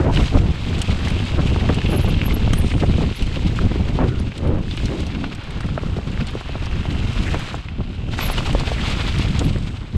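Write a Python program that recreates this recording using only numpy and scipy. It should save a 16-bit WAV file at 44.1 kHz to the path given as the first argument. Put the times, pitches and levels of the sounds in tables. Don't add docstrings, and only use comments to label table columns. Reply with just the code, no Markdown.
import sys
import numpy as np
from scipy import signal
from scipy.fft import rfft, irfft, next_fast_len
from scipy.io import wavfile
from scipy.ndimage import uniform_filter1d

SR = 44100
rng = np.random.default_rng(int(sys.argv[2]) if len(sys.argv) > 2 else 0)


def generate_wav(signal):
    frames = np.transpose(np.atleast_2d(signal))
    scaled = np.clip(frames, -1, 1) * 32767
    pcm = np.round(scaled).astype(np.int16)
    wavfile.write(sys.argv[1], SR, pcm)


N = 439667
SOFT_CONTACT_HZ, HIT_SPREAD_DB = 6500, 4.0


def from_db(db):
    return 10 ** (np.asarray(db) / 20)


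def unit_power(x):
    return x / np.sqrt(np.mean(x ** 2) + 1e-20)


def curves(rows):
    times, *columns = np.transpose(rows)
    return [np.interp(np.arange(N) / SR, times, column) for column in columns]


def cut(x, hz, kind):
    return signal.sosfilt(signal.butter(2, hz, kind, fs=SR, output="sos"), x + 1e-18)


def add(track, s, sound):
    at = min(int(s * SR), N - 1)
    sound, at = sound[max(-at, 0):], max(at, 0)
    track[at:at + len(sound)] += sound[:N - at]


def drift(rate):
    pole = np.exp(-40 * np.pi * rate / SR)
    noise = rng.standard_normal(N // 20 + 2002)
    slow = signal.lfilter([1], [1, -2 * pole, pole * pole], noise)[2000:]
    return np.interp(np.arange(N) / 20, np.arange(len(slow)), unit_power(slow))


def surges(rate):
    return np.logaddexp(0, 2 * drift(rate)) / 2


def swell(width_s):
    return np.exp(-.5 * np.linspace(-3, 3, int(6 * width_s * SR)) ** 2)


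def swells(rows):
    track = np.zeros(N)
    for s, height, width_s in rows:
        add(track, s - 3 * width_s, height * swell(width_s))
    return track


def coloured(x, spectrum):
    size = 2 * next_fast_len(N // 2 + 4096)
    hz, db = np.transpose(spectrum)
    octave, known = np.log2(np.maximum(np.arange(size // 2 + 1) * SR / size, 1)), np.log2(hz)
    outside = np.abs(octave - np.clip(octave, known[0], known[-1]))
    cepstrum = irfft(np.log(from_db(np.interp(octave, known, db) - 24 * outside)))
    cepstrum[1:size // 2] *= 2
    cepstrum[size // 2 + 1:] = 0
    return unit_power(irfft(rfft(x, size) * np.exp(rfft(cepstrum)))[:N])


def steadied(x, span_s):
    size = max(int(span_s * SR), 2)
    power = uniform_filter1d(uniform_filter1d(x ** 2, size), size)
    return x / np.sqrt(np.abs(power) + 1e-12)


def grains(per_s, spread_db):
    born = rng.random(N) < per_s / SR
    sizes = from_db(spread_db * np.minimum(rng.exponential(1, N), 4.5))
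    return unit_power(born * sizes * rng.choice([-1, 1], N))


def ring(clicks, hz, ring_s):
    decay, step = from_db(-60 / (ring_s * SR)), 2 * np.pi * hz / SR
    return signal.lfilter([0, np.sin(step)], [1, -2 * decay * np.cos(step), decay ** 2], clicks + 1e-18)


def rough_tone(hz, flutter_hz, envelope):
    phase = 2 * np.pi * hz * np.arange(len(envelope)) / SR
    flutter = unit_power(cut(rng.standard_normal((2, len(phase))), flutter_hz, "low"))
    return envelope * (flutter[0] * np.cos(phase) + flutter[1] * np.sin(phase))


# (time [s], level [dB])
AIRSTREAM = [(0, -19.5), (0.23, -15.5), (0.29, -26.5), (0.35, -15), (0.5, -17), (0.57, -24.5), (0.8, -20.5),
             (1.9, -18), (3.03, -15.5), (3.15, -26), (3.24, -21.5), (3.82, -19.5), (3.95, -19),
             (4.25, -20.5), (4.35, -32.5), (4.47, -17), (4.72, -24), (5.42, -29.5), (5.6, -22.5),
             (5.85, -23), (6.5, -29.5), (6.65, -23), (7.35, -21.5), (7.5, -26), (7.63, -30.5), (8.5, -22),
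             (8.85, -23), (9.5, -18), (9.85, -30.5)]
# (time [s], small swirls against large ones [dB])
AIR_ROUGHNESS = [(0, -13.5), (1.8, -12), (2.9, -16.5), (3.65, -14), (3.9, -13.5), (4.7, -18.5), (5.1, -9.5),
                 (5.7, -14.5), (6.9, -16.5), (7.35, -12.5), (7.7, -19.5), (8.3, -11), (9.97, -19.5)]
# (time [s], boost [dB])
GUSTS = [(0.37, 4), (0.899, 4.5), (1.395, 7.5), (3.215, 11), (3.375, 2.5), (3.455, 7), (3.65, 6.5),
         (4.85, 6.5), (5.021, 6), (6.21, 8.5), (7.2, 5), (7.345, 2.5), (7.8, 8), (9.19, 6), (9.96, 14.5)]
# (frequency [Hz], level [dB])
BUFFET_COLOUR = [(15, 2), (28, -1.5), (80, 2), (125, -3), (200, -8.5), (300, -17.5), (500, -31),
                 (1000, -59.5)]
# (frequency [Hz], level [dB])
SPUTTER_COLOUR = [(130, -0.5), (250, 1), (350, -0.5), (500, -7), (800, -13), (1300, -22), (2500, -42.5)]
def wind(gust_width_s=0.015, lulls_per_s=16, lull_db=5.2):
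    (air_db,), (rough_db,) = curves(AIRSTREAM), curves(AIR_ROUGHNESS)
    lulls = surges(lulls_per_s)
    gust_db = swells([(s, db, gust_width_s) for s, db in GUSTS]) - lull_db * (lulls - lulls.mean())
    swirls = drift(36)
    buffet = coloured(rng.standard_normal(N) * from_db(2.8 * swirls), BUFFET_COLOUR)
    sputter = coloured(grains(2500, 2.97) * from_db(3.7 * swirls), SPUTTER_COLOUR)
    large = from_db(gust_db - 0.5) * steadied(buffet, 0.038)
    small = from_db(rough_db + 0.83 * gust_db) * steadied(sputter, 0.087)
    return from_db(air_db) * (large + small)


# (time [s], level [dB])
GRIP = [(0, -43.5), (0.11, -48.5), (0.13, -34), (0.23, -33.5), (0.42, -40), (0.9, -34.5), (2.2, -37),
        (3.5, -37.5), (4.38, -44), (4.6, -49), (4.72, -38), (5.85, -44), (6.6, -41), (7.49, -36.3),
        (7.68, -48.5), (8.1, -46.5), (8.165, -39.5), (8.19, -31.5), (8.55, -36.5), (8.95, -34), (9.4, -36),
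        (9.97, -49)]
# (time [s], mud boost [dB])
MUDDINESS = [(0.0, 17), (0.15, 0), (2.2, -1), (3.2, -4), (4.1, 2.5), (4.7, -4), (5.6, 5), (7.1, 2),
             (7.75, 3), (8.5, 0.5), (9.55, -1), (9.97, 6)]
# (time [s], grit against the crunch [dB])
GRITTINESS = [(0, -5.5), (0.5, -11.5), (4.3, -11.5), (4.9, -10), (5.3, -15), (5.9, -10), (6.7, -13),
              (7.3, -7.5), (7.8, -15), (8.2, -8.5), (8.9, -10.5), (9.97, -12)]
# (time [s], boost [dB], width [s])
BITES = [(0.207, 5.5, 0.0073), (6.208, 11.5, 0.0082), (6.285, 7, 0.0095), (7.18, 7, 0.0093),
         (8.135, 14, 0.0079), (8.225, 4.5, 0.025), (8.385, 10, 0.0076), (8.465, 7.5, 0.0074),
         (8.6, 7, 0.0077), (8.678, 7.5, 0.019), (8.875, 8, 0.043), (9.003, 7.5, 0.018), (9.085, 8, 0.015),
         (9.22, 6.5, 0.02), (9.38, 3.5, 0.023)]
# (frequency [Hz], level [dB])
MUD_COLOUR = [(450, 6), (800, 8.5), (1400, 9.5), (2000, 2.5), (3000, -11), (5000, -14.5)]
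# (frequency [Hz], level [dB])
CRUNCH_COLOUR = [(1400, -30.5), (2100, 0.5), (2800, 2), (3800, -0.5), (5000, -9.5), (7000, -49)]
# (frequency [Hz], level [dB])
SPRAY_COLOUR = [(3800, 2), (5300, 0.5), (6600, 0), (8300, -2.5), (9500, -13.5), (11500, -14), (14000, -36)]
def tyres():
    (grip_db,), (mud_db,), (spray_db,) = curves(GRIP), curves(MUDDINESS), curves(GRITTINESS)
    bumps = surges(14.8)
    mud = coloured(grains(4000, 2.05) * from_db(3.7 * bumps + 4.1 * surges(51)), MUD_COLOUR)
    crushed = grains(7000, 1.94) * from_db(4.45 * bumps + 2.8 * surges(55))
    crunch = coloured(crushed, CRUNCH_COLOUR)
    thrown = grains(12000, 3.9) * from_db(2 * bumps + 2 * surges(57))
    spray = coloured(thrown + 0.49 * crushed, SPRAY_COLOUR)
    ground = from_db(mud_db - 3) * steadied(mud, 0.069) + steadied(crunch, 0.096)
    grit = from_db(spray_db) * steadied(spray, 0.24)
    digging = (from_db(swells(BITES)) - 1) * steadied(ground + .5 * grit, 0.009)
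    return from_db(grip_db - 1.45) * (ground + grit + digging)


def twigs(snaps_per_s=110, cycles=12):
    grip_db, = curves(GRIP)
    snaps = sum(ring(grains(snaps_per_s / 6, 2), hz, cycles / hz) for hz in np.geomspace(1720, 4000, 6))
    return from_db(grip_db - 8) * steadied(cut(snaps, SOFT_CONTACT_HZ, "low"), 0.25)


# (time [s], click rate [1/s], level [dB])
FREEHUB = [(0, 190, -51.5), (1.9, 227, -39.5), (3.3, 270, -56), (5.9, 186, -54), (6.4, 178, -47.5),
           (7.15, 174, -41.5), (7.7, 160, -53), (8.05, 190, -48), (9.55, 210, -52), (9.97, 160, -64)]
# (pitch [Hz], level [dB], ring time [s])
HUB_NOTES = [(2740, 1, 0.01), (3060, -5, 0.013)]
def freehub(jitter_teeth=0.2, spread_db=4):
    per_s, level_db = curves(FREEHUB)
    position = np.cumsum(per_s) / SR + jitter_teeth * drift(100)
    teeth_passed = np.maximum.accumulate(np.floor(position))
    clicks = np.diff(teeth_passed, prepend=0)
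    shell = sum(ring(clicks * from_db(db + spread_db * drift(190)), hz, ring_s)
                for hz, db, ring_s in HUB_NOTES)
    return from_db(level_db) * unit_power(cut(shell, [2300, 3500], "band"))


# (time [s], level [dB], width [s])
BLASTS = [(0.004, -17, 0.0093), (0.078, -19.5, 0.027), (0.192, -18.5, 0.013), (0.356, -21, 0.02),
          (1.394, -19, 0.01), (1.657, -21.5, 0.005), (1.699, -13.5, 0.0045), (1.937, -19, 0.017),
          (2.084, -22, 0.012), (2.369, -21, 0.0046), (2.832, -15.5, 0.011), (2.986, -18, 0.0038),
          (3.028, -22, 0.015), (3.208, -29.5, 0.006), (3.37, -23.5, 0.005), (3.718, -26, 0.0047),
          (3.76, -21.5, 0.0065), (3.882, -29, 0.019), (4.024, -18, 0.027), (4.508, -24.5, 0.077),
          (4.929, -28, 0.035), (7.349, -24.5, 0.009), (9.418, -21.5, 0.011), (9.564, -23.5, 0.0041)]
# (frequency [Hz], level [dB])
BLAST_COLOUR = [(150, 2), (320, 2), (600, -8), (1100, -17), (1700, -22.5), (2600, -30)]
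def blasts():
    force = swells([(s, from_db(db), width_s) for s, db, width_s in BLASTS])
    return force * steadied(coloured(grains(3000, 3.9), BLAST_COLOUR), 0.012)


# (time [s], level [dB], width [s], pitch [Hz])
HOOTS = [(0.058, -28, 0.026, 554), (0.095, -28.5, 0.015, 922), (4.022, -33, 0.015, 1112),
         (4.104, -45, 0.059, 1405), (4.127, -29.5, 0.045, 320), (4.49, -32, 0.039, 510),
         (4.961, -31.5, 0.048, 330), (5.189, -29, 0.09, 225)]
def hoots(flutter_hz=59):
    out = np.zeros(N)
    for s, db, width_s, hz in HOOTS:
        add(out, s - 3 * width_s, rough_tone(hz, flutter_hz, from_db(db) * swell(width_s)))
    return out


def small_hits(per_s, above_grip_db, count=80):
    when, luck, size, place = rng.random((count, 4)).T
    s = when * N / SR
    db = np.interp(s, *np.transpose(GRIP)) + above_grip_db + HIT_SPREAD_DB * (2 * size - 1)
    rows = np.transpose([s, db, 2 ** (.5 * (place - .5))])
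    return list(rows[luck * count < per_s * N / SR])


def rattle(hits, notes, bounces_per_s, bounce_db, settle_s, vary_db):
    t, out = np.arange(SR // 10) / SR, np.zeros(N)
    for s, db, pitch_factor in hits:
        bounces = (rng.random(len(t)) < bounces_per_s / SR) * rng.standard_normal(len(t))
        hit = bounces * from_db(bounce_db) * np.exp(-t / settle_s)
        hit[0] = 1
        force = from_db(db) * hit / np.linalg.norm(hit)
        for k, (hz, note_db, ring_s) in enumerate(notes):
            gain = (-1) ** k * from_db(note_db + rng.normal(0, vary_db))
            add(out, s - .001, ring(gain * force, hz * pitch_factor, ring_s))
    return out


# (time [s], level [dB], pitch [Hz])
SLAPS = [(0.161, -23, 2890), (0.172, -23, 2800), (0.8172, -31, 3000), (1.0735, -24.5, 1990),
         (1.6908, -22.5, 2180), (1.787, -26.5, 2860), (1.8616, -24.5, 2600), (2.1421, -28, 3090),
         (2.2158, -23, 2600), (2.2337, -25.5, 2300), (2.3076, -24.5, 2140), (2.7169, -25, 2050),
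         (3.3594, -27, 2540), (4.3195, -29, 2230), (4.712, -31.5, 3550), (4.7755, -25.5, 2830),
         (5.1491, -27.5, 2760), (5.2429, -29, 2650), (5.5068, -35, 2200), (5.6334, -32, 1870),
         (6.2123, -32, 2400), (7.6856, -30.5, 2440), (8.2088, -24, 2800), (8.3815, -26, 2900),
         (8.5285, -29, 2700)]
# (pitch [Hz], level [dB], ring time [s])
CHAIN_NOTES = [(1420, 5.5, 0.0042), (2280, 8, 0.0047), (2720, 9, 0.0098), (2980, 6, 0.0073),
               (3630, 6, 0.0028)]
def chain(usual_hz=2650):
    hits = [(s, db, hz / usual_hz) for s, db, hz in SLAPS] + small_hits(per_s=3, above_grip_db=1)
    slaps = rattle(hits, CHAIN_NOTES, bounces_per_s=3900, bounce_db=-5.5, settle_s=0.0047, vary_db=1)
    return from_db(1.5) * cut(slaps, SOFT_CONTACT_HZ, "low")


# (time [s], knock rate [1/s], level [dB])
CLATTER = [(0, 1.5, -46), (1.5, 7.5, -32), (1.9, 22.5, -22.5), (3.0, 18.5, -28), (3.7, 4, -44),
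           (4.6, 1, -38), (6.1, 8, -20), (7.4, 9, -37), (7.65, 0, -40), (8.1, 2, -40), (8.25, 14.5, -17.5),
           (9.3, 7, -28), (9.7, 1, -48)]
def clatter(middle_hz=850, spread_octaves=1.36, crack_db=-15, count=300):
    when, luck, size, pitch = rng.random((count, 4)).T
    times, per_s, level_db = np.transpose(CLATTER)
    s = when * N / SR
    db = np.interp(s, times, level_db) + HIT_SPREAD_DB * (2 * size - 1)
    hz = middle_hz * 2 ** (spread_octaves * (2 * pitch - 1))
    rows = np.transpose([s, db, hz, np.full(count, crack_db)])
    return list(rows[luck * count < np.interp(s, times, per_s) * N / SR])


# (time [s], level [dB], pitch [Hz], crack against the knock [dB])
ROOT_KNOCKS = [(0.3726, -16.5, 620, -24), (1.0733, -20, 806, -7), (1.562, -15, 544, -10),
               (1.7007, -22, 463, -11), (2.4775, -19, 647, -18), (2.536, -17, 1150, 3.5),
               (2.738, -23, 520, -15), (3.5899, -19, 1150, 3), (3.9896, -14, 804, -25),
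               (5.2418, -21, 905, -1), (5.608, -23, 1430, -16), (5.778, -15, 630, -3.5),
               (5.9879, -23, 560, -23), (6.8548, -20, 667, -22), (7.3452, -17.5, 620, -4),
               (7.544, -18, 680, -8), (7.806, -24, 580, -22), (8.1912, -10.5, 1400, -13),
               (8.301, -14.5, 810, -8), (8.5503, -12.5, 543, -29), (8.7181, -18.5, 560, -16),
               (9.416, -22, 1010, -7)]
def knocks(cycles=3.5, shudder_db=-24, shudder_s=0.0045):
    t, out = np.arange(SR // 12) / SR, np.zeros(N)
    for s, db, hz, crack_db in ROOT_KNOCKS + clatter():
        force = cut(rng.standard_normal(len(t)), 3000, "low") * from_db(shudder_db) * np.exp(-t / shudder_s)
        force[0] += 1
        knock = ring(force, hz, cycles / hz)
        body = from_db(-15.5) * ring(force, hz=350, ring_s=0.0098)
        crack = from_db(crack_db) * ring(force, hz=1450, ring_s=0.0036)
        add(out, s - 0.00055, from_db(db) * (knock + body - crack))
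    return from_db(9) * cut(cut(out, 210, "high"), 6000, "low")


# (time [s], level [dB])
STONES = [(0.817, -26), (1.7454, -35.5), (2.534, -24.5), (3.2243, -33), (4.3783, -37.5), (4.77, -36),
          (4.856, -32), (5.067, -38), (5.506, -42), (5.6071, -35.5), (6.2699, -36), (8.53, -36),
          (8.5983, -30), (9.3928, -22)]
# (pitch [Hz], level [dB], ring time [s])
WHEEL_NOTES = [(2980, 6, 0.0046), (4250, 7.5, 0.0043), (5870, 5.5, 0.0021), (6900, 0.5, 0.0048),
               (8100, 3.5, 0.0026), (11100, -17, 0.0019)]
def stones():
    hits = [(s, db, 1) for s, db in STONES] + small_hits(per_s=4.2, above_grip_db=-3)
    ticks = rattle(hits, WHEEL_NOTES, bounces_per_s=5600, bounce_db=29, settle_s=0.0051, vary_db=3)
    return from_db(3) * ticks


# (time [s], level [dB], width [s], shift to each side of its note [Hz])
SQUEAKS = [(1.918, -45, 0.02, 1310), (1.971, -35, 0.0091, 920), (2.03, -47, 0.014, 700),
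           (2.094, -48.5, .01, 1000), (2.264, -37.5, 0.011, 494), (2.347, -37.5, 0.0069, 550),
           (2.59, -36, 0.0085, 1140), (3.17, -46, 0.0093, 900), (8.235, -35, .016, 100),
           (8.268, -32, 0.0089, 750), (8.318, -33.5, 0.0067, 1180), (9.45, -52, 0.017, 900)]
def brakes(disc_hz=11970, chatter_hz=110, chatter_db=4):
    out = np.zeros(N)
    for s, db, width_s, shift_hz in SQUEAKS:
        touch = swell(width_s)
        chatter = unit_power(cut(rng.standard_normal(len(touch)), chatter_hz, "low"))
        pressure = touch * unit_power(from_db(chatter_db * chatter))
        lower = rough_tone(disc_hz - shift_hz, 240, pressure)
        upper = from_db(-9) * rough_tone(disc_hz + shift_hz, 260, pressure)
        rasp = from_db(-11) * rough_tone(disc_hz, 400, pressure)
        add(out, s - 3 * width_s, from_db(db - 1) * (lower + upper + rasp))
    return out


# (time [s], level [dB], width [s])
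HEAVES = [(2.7, -28, 0.13), (7.0, -29.5, 0.35), (8.363, -25.5, 0.11), (8.57, -21.5, 0.029)]
# (frequency [Hz], level [dB])
HEAVE_COLOUR = [(25, 0), (45, 0), (70, -16)]
def heaves():
    force = swells([(s, from_db(db), width_s) for s, db, width_s in HEAVES])
    return force * steadied(coloured(rng.standard_normal(N), HEAVE_COLOUR), 0.06)


# (time [s], level [dB], ring time [s], pitch [Hz])
DISC_RINGS = [(2.528, -47, 1.4, 8670), (9.39, -55, 1.9, 8000)]
def disc_rings(flutter_hz=300):
    t, out = np.arange(SR) / SR, np.zeros(N)
    for s, db, ring_s, hz in DISC_RINGS:
        fade = from_db(db - 1 - 60 * t / ring_s)
        add(out, s, rough_tone(hz, flutter_hz, fade))
    return out


# (time [s], level [dB], width [s])
SKIDS = [(7.28, -31, 0.015), (7.341, -31.5, 0.019), (7.417, -38, 0.012), (8.787, -35, 0.025)]
# (frequency [Hz], level [dB])
SKID_COLOUR = [(1100, -4), (1900, 10), (2600, 4), (4200, -26), (6000, -31)]
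def skids(slips_per_s=48, slip_db=6):
    force = swells([(s, from_db(db), width_s) for s, db, width_s in SKIDS])
    slips = grains(3600, 2.7) * from_db(slip_db * surges(slips_per_s))
    return force * steadied(coloured(slips, SKID_COLOUR), 0.14)


def scene():
    mix = (wind() + tyres() + twigs() + freehub() + blasts() + hoots() + chain() + knocks()
           + stones() + brakes() + heaves() + disc_rings() + skids())
    return mix[None, :]


def record(dry, cutoff_hz=14000):
    rounded = 1.55 * np.tanh(dry / 1.34)
    return signal.sosfilt(signal.ellip(8, .3, 70, cutoff_hz, fs=SR, output="sos"), rounded)


dry = scene()
out = record(dry)
generate_wav(out)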